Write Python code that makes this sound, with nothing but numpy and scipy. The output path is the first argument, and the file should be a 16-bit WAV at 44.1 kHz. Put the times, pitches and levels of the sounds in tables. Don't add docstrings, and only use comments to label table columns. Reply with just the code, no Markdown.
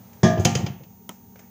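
import sys
import numpy as np
from scipy import signal
from scipy.fft import rfft, irfft
from scipy.io import wavfile

SR = 44100
rng = np.random.default_rng(int(sys.argv[2]) if len(sys.argv) > 2 else 0)


def master_out(mix):
    frames = np.transpose(np.atleast_2d(mix))
    ceiling = np.clip(frames, -1, 1)
    pcm = np.round(ceiling * 32767).astype(np.int16)
    wavfile.write(sys.argv[1], SR, pcm)


N = 66150

KNOCK_S, KNOCK_DB = 0.2315, -19.5
SECOND_EDGE_S, DAMPING_T60_S = 0.38, 0.95
# frequency in Hz, relative level in dB.
KNOCK_SPECTRUM = [(30, -19), (70, -7.5), (120, 1), (380, -1), (520, 0.5), (1100, -10.5), (1400, -19.5),
                  (1750, -7), (2200, -21), (2800, -19.5), (3300, -13.5), (4200, -19.5), (6400, -10),
                  (8300, -34.5), (16000, -44)]
def knock():
    out = np.zeros(N)
    add(out, KNOCK_S, pan_ring(knocked=True))
    out *= amp(-60 * np.maximum(clock() - SECOND_EDGE_S, 0) / DAMPING_T60_S)
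    dense_ring = dying(noise(KNOCK_SPECTRUM), KITCHEN_DECAY) * rise(0.0004)
    add(out, KNOCK_S, amp(KNOCK_DB) * dense_ring)
    return out


PAN_MODE_HZ = [105, 130, 171.5, 224, 270, 366, 512, 641, 695, 717, 791, 895, 1064, 1198, 1384, 1658, 1707,
               1758, 1808, 1875, 2358, 3343]
# level in the knock in dB, relative level in a clack in dB,
# t60 in seconds, build-up in seconds.
PAN_RESPONSE = [(-20, -29, 0.87, 0.0083), (-17.5, -23, 0.32, 0.0013), (-14, -25.5, 0.77, 0.013),
                (-13, -20, .38, 0.0029), (-32, -30, 0.39, .005), (-8, -27, 0.2, 0.00068),
                (-26, -21.5, .12, .002), (-14.5, -61.5, .6, 0.026), (-16, -33, .55, .03),
                (-31.5, -22.5, 0.23, 0.005), (-32.5, -27, 0.36, 0.012), (-40.5, -37, 0.54, .008),
                (-25, -42, 0.18, 0.0021), (-26, -38.5, 0.51, 0.014), (-52, -34.5, 0.21, 0.0023),
                (-23, -54, 0.38, 0.018), (-29.5, -44, 0.48, .008), (-33, -47, .3, .005),
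                (-28, -47.5, .3, 0.0058), (-34.5, -38.5, .35, 0.0054), (-37, -41, 0.43, 0.007),
                (-30, -45, 0.28, 0.0087)]
def pan_ring(knocked):
    return sum(modes([(hz, knock_db if knocked else clack_db, t60)]) * rise(build_s)
               for hz, (knock_db, clack_db, t60, build_s) in zip(PAN_MODE_HZ, PAN_RESPONSE))


THUMP_PEAK_S, HOLLOW_HZ, THUMP_ROOM_DB = 0.0044, 358.6, -13
# start in seconds, level in dB, pitch in Hz, # relative level of the hollow overtone in dB.
COUNTER_THUMPS = [(0.2354, -3, 155, -8), (.372, -25, 177, 4.5), (.386, -10.5, 99, -24),
                  (0.3971, -9.5, 114, -9), (0.4529, -5.5, 139.5, -10), (.556, -12, 145, -20),
                  (.592, -22, 106, -9.5), (0.629, -19, 136, -13), (0.6382, -12.5, 135, -16.5),
                  (.701, -21.5, 147.4, -44)]
def thumps():
    out, t = np.zeros(N), clock()
    age = t / THUMP_PEAK_S
    swell = (age * np.exp(1 - age)) ** 2
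    for start, db, hz, hollow_db in COUNTER_THUMPS:
        hollow = amp(hollow_db) * np.sin(2 * np.pi * HOLLOW_HZ * t)
        swing = hollow - np.sin(2 * np.pi * hz * t)
        add(out, start, amp(db) * swell * swing)
    return out + amp(THUMP_ROOM_DB) * kitchen(out)


INSERT_MODE_HZ = [2706, 3089, 5008, 5830, 6050, 6202, 6307, 6577]
# relative level in dB, t60 in seconds.
INSERT_RESPONSE = [(-29.5, 0.16), (-21.5, 0.14), (-14.5, 0.054), (-37, 0.11), (-29.5, .22), (-35.5, 0.19),
                   (-36, 0.19), (-17, 0.068)]
# frequency in Hz, relative level in dB.
CLACK_SPECTRUM = [(40, -18.5), (140, -1), (280, -1), (430, 1), (800, -0.5), (1500, -10.5), (2200, -6.5),
                  (3100, -3), (3800, -9.5), (5000, -6.5), (5500, -7), (6600, -0.5), (8500, -24),
                  (13500, -27), (16000, -30.5)]
# start in seconds, levels of crack, ring,
# insert and pan in dB, tilt in dB per octave, low-pass cutoff in Hz.
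INSERT_CLACKS = [(.376, -45, -34.5, -35, -40, -4, 6030), (.396, -52, -42, -30, -10.5, 8, 14000),
                 (.449, -14.5, -33, -30, -32, 5.5, 14630), (.4512, -11.5, -25.5, -2, 3, 0.5, 15000),
                 (.5515, -19, -31.5, -10.5, -11, 0.5, 14200), (.601, -28, -42.5, -38, -12, -6.5, 6900),
                 (.6632, -29, -42, -20.5, -22, 0, 5020), (.666, -26, -49, -54, -26.5, -1.5, 5130),
                 (.834, -40.5, -59, -41.5, -59, 3.5, 3200)]
def clacks():
    out = np.zeros(N)
    pan = pan_ring(knocked=False)
    insert = modes(np.c_[INSERT_MODE_HZ, INSERT_RESPONSE]) * rise(0.0013)
    for start, crack_db, ring_db, insert_db, pan_db, tilt_db, cutoff_hz in INSERT_CLACKS:
        crack = amp(crack_db) * noise(CLACK_SPECTRUM, tilt_db) * fade(t60=0.041)
        ring = amp(ring_db) * dying(noise(CLACK_SPECTRUM, tilt_db), KITCHEN_DECAY)
        clack = rise(0.00073) * (crack + ring + amp(insert_db) * insert + amp(pan_db) * pan)
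        add(out, start, filtered(clack, "lowpass", cutoff_hz))
    return out


TICK_S, SNAP_DB, TICK_TAIL_DB = 1.0925, -22.5, -52
# frequency in Hz, relative level in dB.
SNAP_SPECTRUM = [(60, -33.5), (110, -14), (200, 12.5), (600, -4), (1200, -2.5), (1700, -14.5), (3200, -4),
                 (4400, -24), (6500, 2.5), (9000, -7.5), (16000, 0)]
# frequency in Hz, t60 in seconds.
SNAP_DECAY = [(200, 0.044), (1000, 0.098), (3000, 0.038), (6500, 0.0056), (15000, 0.0091)]
# frequency in Hz, level in dB, t60 in seconds.
THUD_MODES = [(198, -33.5, 0.044), (334, -34, 0.033), (982, -42, 0.047), (1280, -44.5, 0.036),
              (2025, -33.5, 0.013), (3200, -31, 0.015), (4820, -41, 0.008)]
# frequency in Hz, relative level in dB.
TICK_TAIL_SPECTRUM = [(100, -17.5), (400, -8), (1400, -9), (2600, -9), (4500, -12.5), (6500, 1),
                      (9000, -19), (16000, -26.5)]
def tick():
    out = np.zeros(N)
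    snap = amp(SNAP_DB) * dying(noise(SNAP_SPECTRUM), SNAP_DECAY) * rise(0.000094)
    thud = modes(THUD_MODES)
    tail = amp(TICK_TAIL_DB) * dying(noise(TICK_TAIL_SPECTRUM), KITCHEN_DECAY) * rise(0.0036)
    add(out, TICK_S, filtered(snap + thud + tail, "highpass", hz=172, order=4))
    return out


TAP_TAIL_DB = -14.5
# frequency in Hz, relative level in dB.
TAP_SPECTRUM = [(100, -23.5), (550, 4), (1000, -5), (1600, -5), (2300, -6), (3000, -12.5), (4300, -17.5),
                (6400, -5.5), (8000, -18), (16000, -25.5)]
# start in seconds, level in dB, tilt in dB per octave,
# low-pass cutoff in Hz.
HANDLING_TAPS = [(.131, -45.5, 3, 6100), (.806, -42.5, -11, 1020), (1.3571, -41.5, 1.5, 3720),
                 (1.392, -41, 2, 8000)]
def taps():
    out = np.zeros(N)
    for start, db, tilt_db, cutoff_hz in HANDLING_TAPS:
        touch = noise(TAP_SPECTRUM, tilt_db) * fade(t60=0.035)
        tail = amp(TAP_TAIL_DB) * dying(noise(TAP_SPECTRUM, tilt_db), KITCHEN_DECAY)
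        tap = (touch + tail) * rise(0.00063)
        add(out, start, amp(db) * filtered(tap, "lowpass", cutoff_hz))
    return out


CARRY_DB = -50
# frequency in Hz, relative level in dB.
CARRY_SPECTRUM = [(40, -3), (110, 12.5), (250, -10.5), (500, -5.5), (1200, -15.5), (3000, -23.5),
                  (6500, -25), (9000, -29), (16000, -37)]
def carrying():
    held = np.clip((SECOND_EDGE_S - clock()) / (SECOND_EDGE_S - KNOCK_S), 0, 1)
    return amp(CARRY_DB) * noise(CARRY_SPECTRUM) * held


# frequency in Hz, t60 in seconds.
KITCHEN_DECAY = [(80, 0.31), (200, 0.57), (500, 0.41), (1500, 0.62), (3000, 0.41), (6500, 0.18),
                 (9000, 0.37), (15000, 0.18)]
def kitchen(x):
    tail = dying(rng.standard_normal(N), KITCHEN_DECAY) * rise(0.02)
    return signal.fftconvolve(x, tail / np.linalg.norm(tail))[:N]


ROOM_DB, WHINE_HZ, WHINE_DB = -52, 14751, -57
# frequency in Hz, relative level in dB.
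ROOM_SPECTRUM = [(25, -18.5), (70, 0.5), (110, 1.5), (160, -6), (230, 0.5), (300, -15.5), (420, -10),
                 (560, -23), (850, -17), (1300, -29.5), (2000, -33), (3200, -34.5), (4600, -34.5),
                 (5600, -31), (6400, -20.5), (7600, -34), (10000, -36.5), (15000, -32.5)]
# frequency in Hz, rms level in dB.
HUM_TONES = [(113, -63.5), (188.4, -55), (231.5, -58.5), (420, -70), (804, -69), (925.9, -68)]
def room_tone():
    t = clock()
    whine = amp(WHINE_DB) * np.sqrt(2) * np.sin(2 * np.pi * WHINE_HZ * t)
    out = amp(ROOM_DB) * noise(ROOM_SPECTRUM) + whine
    for hz, db in HUM_TONES:
        waver = 0.38 * noise([(3, 0), (12, -12), (40, -70), (200, -140)])
        phase = 2 * np.pi * (hz * t + rng.random()) + waver
        out += amp(db) * np.sqrt(2) * np.sin(phase)
    return out


def amp(db):
    return 10 ** (np.asarray(db) / 20)


def clock():
    return np.arange(N) / SR


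def rise(seconds):
    return 1 - np.exp(-clock() / seconds)


def fade(t60):
    return np.exp(-np.log(1000) * clock() / t60)


def modes(rows):
    return sum(amp(db) * fade(t60) * np.sin(2 * np.pi * hz * clock()) for hz, db, t60 in rows)


def read(points, hz):
    freqs, values = np.transpose(points)
    return np.interp(np.log(hz + 1), np.log(freqs + 1), values)


def noise(spectrum, tilt_db=0):
    hz = np.fft.rfftfreq(N, 1 / SR)
    octaves = np.log2(np.clip(hz, 300, 12000) / 3000)
    phases = np.exp(2j * np.pi * rng.random(len(hz)))
    x = irfft(phases * amp(read(spectrum, hz) + tilt_db * octaves), N)
    return x / np.sqrt(np.mean(x ** 2) + 1e-20)


def dying(x, decay):
    centres = np.geomspace(62.5, 16000, 9)
    hz, spectrum = np.fft.rfftfreq(N, 1 / SR), rfft(x)
    out = np.zeros(N)
    for centre, weights in zip(centres, np.eye(len(centres))):
        band = irfft(spectrum * read(np.c_[centres, weights], hz), N)
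        out += band * fade(read(decay, centre))
    return out


def filtered(x, kind, hz, order=2):
    return signal.sosfilt(signal.butter(order, hz, kind, fs=SR, output="sos"), x)


def add(mix, start, sound):
    part = mix[round(start * SR):][:len(sound)]
    part += sound[:len(part)]


def scene():
    return (carrying() + knock() + thumps() + clacks() + tick() + taps() + room_tone())[None]


LOW_CUT_HZ, BAND_LIMIT_HZ = 85, 15900
def record(dry):
    thin = filtered(dry, "highpass", LOW_CUT_HZ)
    band_limit = signal.firwin(255, BAND_LIMIT_HZ, window=("kaiser", 9), fs=SR)
    return signal.oaconvolve(thin, band_limit[None], "same")


dry = scene()
out = record(dry)
master_out(out)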